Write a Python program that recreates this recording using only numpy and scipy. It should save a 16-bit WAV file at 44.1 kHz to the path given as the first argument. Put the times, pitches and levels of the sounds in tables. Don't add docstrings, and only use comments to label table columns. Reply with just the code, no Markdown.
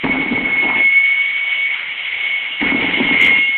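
import sys
import numpy as np
from scipy import signal
from scipy.fft import rfft, irfft, next_fast_len
from scipy.io import wavfile
from scipy.ndimage import uniform_filter1d

SR = 44100
rng = np.random.default_rng(int(sys.argv[2]) if len(sys.argv) > 2 else 0)


def volts_from_db(level):
    exponent = np.asarray(level, float) / 20
    return 10 ** exponent


def materialize(psi):
    bounded = np.clip(np.atleast_2d(psi).T, -1, 1)
    quanta = np.round(bounded * 32767).astype(np.int16)
    wavfile.write(sys.argv[1], SR, quanta)


N = 157437


def curve(rows, col=1):
    rows = np.array(rows, float)
    times, values = rows[:, 0], rows[:, col]
    return np.interp(np.arange(N) / SR, times, values, left=values[0], right=values[-1])


def unit(x):
    return x / np.sqrt(np.mean(x ** 2))


def band(x, hz, width_hz):
    return signal.lfilter(*signal.iirpeak(hz, hz / width_hz, fs=SR), x)


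def walk(rate):
    hold = int(SR / rate)
    held = rng.standard_normal(2000)[np.arange(N) // hold]
    smooth = uniform_filter1d(uniform_filter1d(held, hold), hold)
    return unit(np.tanh(unit(smooth) / 2))


def coloured(points, flicker_db, rate):
    size = next_fast_len(N)
    hz = np.maximum(np.fft.rfftfreq(size, 1 / SR), 1)
    point_hz, point_db = np.array(points, float).T
    level_db = np.interp(np.log(hz), np.log(point_hz), point_db, left=-90, right=-90)
    spectrum = rfft(rng.standard_normal(size)) * volts_from_db(level_db)
    out, neighbour = 0, walk(rate)
    for octave in np.arange(4, 12.5, .5):
        own = walk(rate)
        window = np.cos(np.pi * np.clip(np.log2(hz) - octave, -.5, .5)) ** 2
        flicker = volts_from_db(flicker_db * (own + neighbour) / np.sqrt(2))
        out = out + flicker * irfft(spectrum * window, size)[:N]
        neighbour = own
    return unit(out)


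def swells(rows, edge_s):
    t = np.arange(N) / SR
    total = 0
    for start, length, db in rows:
        to_nearest_edge = np.minimum(t - start, start + length - t)
        total = total + volts_from_db(db) * np.clip(to_nearest_edge / edge_s + .5, 0, 1)
    return total


def strikes(rows, hz, width_hz, column=1):
    def ring(x):
        return band(band(x, hz, width_hz), hz, 3.0 * width_hz)

    hits = np.zeros(N)
    for row in rows:
        hits[int(row[0] * SR)] = volts_from_db(row[column])
    one_hit_peak = np.max(np.abs(ring(np.eye(1, 2000)[0])))
    return ring(hits) / one_hit_peak


# [start_s, hiss_db, scattered_tone_above_hiss_db]
FLOW = [(0, -33, -3), (.04, -32, 8.5), (.7, -33, 4.5), (.86, -33.5, 6), (1.1, -29.5, 2.5), (1.75, -31, 4),
        (2.0, -29, 3), (2.25, -28, 4), (2.45, -28.5, 0), (2.58, -30, -1.5), (2.62, -27, 4.5),
        (2.72, -27.5, 5.5), (2.9, -24, 1), (3.1, -26.5, 4.5), (3.27, -21, 2.5), (3.43, -27, -0.5),
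        (3.55, -30.5, 2)]
# [pitch_hz, level_db]
HISS = [(20, -27.5), (400, -19), (800, -13), (1700, -9), (2500, -5), (2950, 2.5), (3300, -3), (4700, -44)]
# [start_s, length_s, level_db]
PUFF = [
    (1.78, 0.07, -34.5),
]


def intake():
    hump_hz, hump_width_hz = 2168, 404
    hump = band(rng.standard_normal(N), hump_hz, hump_width_hz)
    hump = unit(band(hump, hump_hz, hump_width_hz))
    hump = hump * volts_from_db(curve(FLOW, 2) + 2.1 * walk(40))
    puff = unit(band(rng.standard_normal(N), 1510, 350)) * swells(PUFF, .03)
    hiss = volts_from_db(0.5) * coloured(HISS, 2.1, 25)
    return volts_from_db(curve(FLOW)) * (hiss + hump) + puff


# [start_s, pitch_hz]
SPOOL = [
    (0, 2222),
    (.45, 2197),
    (.7, 2182),
    (.88, 2190),
    (1.1, 2218),
    (1.35, 2226),
    (2.4, 2211),
    (3.1, 2178),
    (3.35, 2168),
    (3.57, 2186),
]
# [start_s, level_db]
CARRY = [(0, -31.5), (.14, -18.5), (.44, -22.5), (.455, -16), (.64, -15.5), (.96, -11), (1.01, -11.5),
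         (1.22, -17.5), (1.27, -21.5), (1.73, -19.5), (1.78, -34.5), (2.35, -18), (2.53, -32),
         (2.66, -17.5), (2.9, -22.5), (3.35, -12.5), (3.46, -19), (3.57, -12)]
# [start_s, length_s, level_db]
STAGE = [
    (.9, .35, -36),
    (2.5, 0.12, -33),
    (2.97, .2, -32.5),
    (3.318, .17, -25),
]
# [start_s, length_s, level_db]
STALL = [
    (3.128, .055, -21),
    (3.194, .028, -14),
    (3.222, .02, -20),
    (3.243, .024, -14.5),
    (3.268, .036, -17),
]


def whistle():
    wobble_hz, stage_ratio = 4, 1.285
    stall_beat_hz, stall_crest_s = 84.7, 3.2495
    turn = 2 * np.pi * np.cumsum(curve(SPOOL) + wobble_hz * walk(40)) / SR
    flutter = volts_from_db(1.3 * walk(40) + 1.4 * walk(110))
    tone = np.sin(turn) * flutter * volts_from_db(curve(CARRY))
    stage = np.sin(stage_ratio * turn) * volts_from_db(2.5 * walk(60)) * swells(STAGE, .05)
    beat = 2 * np.pi * stall_beat_hz * (np.arange(N) / SR - stall_crest_s)
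    stall = np.sin(turn - beat) * swells(STALL, .007)
    return np.sqrt(2) * (tone + stage + stall)


# [start_s, peak_db]
CRACKS = [
    (.045, -11),
    (.065, -18),
    (2.614, -4.5),
    (2.912, -8),
    (3.13, -9),
]


def ignition_cracks():
    return strikes(CRACKS, 2050, 360)


# [start_s, boom_db, snap_db]
POPS = [(.041, -13.5, -16), (.049, -12, -15.5), (.064, -20, -10.5), (.071, -15.5, -17), (.093, -15, -15),
        (.177, -19, -26), (.199, -12.5, -21), (.259, -16, -22.5), (.378, -15, -16.5), (.652, -18, -19.5),
        (.762, -23, -20), (2.505, -39.5, -43), (2.617, -15, -26.5), (2.72, -10, -17.5), (2.746, -8, -17),
        (2.825, -19.5, -24), (2.843, -13.5, -23), (3.001, -7, -17), (3.049, -17, -22), (3.09, -34, -15),
        (3.11, -10, -13), (3.385, -23.5, -35), (3.489, -31.5, -36)]


def big_pops():
    boom = strikes(POPS, 271, 55)
    snap = strikes(POPS, 855, 200, column=2)
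    return volts_from_db(-1.5) * (boom + snap)


# [pitch_hz, width_hz, level_db]
PIPE = [
    (284, 44, -7),
    (186, 33, -5.5),
    (420, 120, -8.5),
    (790, 63, -17),
]


def tailpipe(pops):
    return sum(volts_from_db(db) * band(pops, hz, width_hz) for hz, width_hz, db in PIPE)


# [start_s, boom_db, crackle_above_boom_db]
FLAMES = [
    [(.026, -55, -2), (.04, -14, -7.5), (.1, -26, -6), (.42, -24.5, -9.5), (.56, -32.5, 1),
     (.66, -27.5, 1.5), (.77, -28, 4), (.88, -45, -0.5), (1.0, -54, -6.5)],
    [(2.6, -48, 0), (2.617, -22.5, -5.5), (2.7, -24.5, -2.5), (2.75, -21.5, -7.5), (2.93, -25, -7.5),
     (3.28, -26, -8), (3.39, -32, -9.5), (3.43, -41, -10), (3.57, -58.5, -11.5)],
]
# [pitch_hz, level_db]
FLAME_LOW = [(20, -14), (60, -14.5), (123, -16.5), (175, -10), (266, 2.5), (392, -11), (700, -24)]
# [pitch_hz, level_db]
FLAME_HIGH = [(450, -13), (650, 0), (860, -1), (1150, -8.5), (1600, -6), (2300, 0), (3300, -11.5),
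              (4700, -46)]


def afterburner():
    t = np.arange(N) / SR
    pops_per_s, pop_spread_db = 500, 2
    chance, size_draw, sign_draw = rng.random((N, 3)).T
    size = volts_from_db(-pop_spread_db * np.log(size_draw + 0.0095)) * np.sign(sign_draw - .5)
    pops = (chance < pops_per_s / SR) * size
    lumps = volts_from_db(3.0 * walk(80))
    ringing = volts_from_db(-2.5) * unit(tailpipe(pops))
    low = unit(ringing + coloured(FLAME_LOW, 3.3, 45) * lumps)
    snaps = volts_from_db(-10.5) * unit(band(band(pops, 880, 300), 880, 900))
    high = coloured(FLAME_HIGH, 4.1, 50) * lumps + snaps
    out = 0
    for flame in FLAMES:
        lit = (t >= flame[0][0]) * (t <= flame[-1][0])
        out = out + volts_from_db(curve(flame)) * (low + volts_from_db(curve(flame, 2)) * high) * lit
    return out + big_pops()


def scene():
    dip_db, dip_s = -19, 0.011
    flame = afterburner()
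    power = uniform_filter1d(flame ** 2, int(dip_s * SR))
    dip = (1 + (power / volts_from_db(2 * dip_db)) ** 2) ** .25
    mix = (whistle() + intake()) / dip + flame + ignition_cracks()
    return mix[None]


def band_limit(x):
    return signal.sosfilt(signal.butter(12, 15800, fs=SR, output="sos"), x)


def record(dry):
    top_hz, clip = 4834, .7
    lead = 400
    low_pass = signal.cheby2(10, 50, top_hz, fs=SR, output="sos")
    x = signal.sosfilt(low_pass, np.pad(dry, [(0, 0), (lead, 0)], "reflect"))
    mix = np.clip(x[:, lead:], -clip, clip)
    return band_limit(mix)


dry = scene()
out = record(dry)
materialize(out)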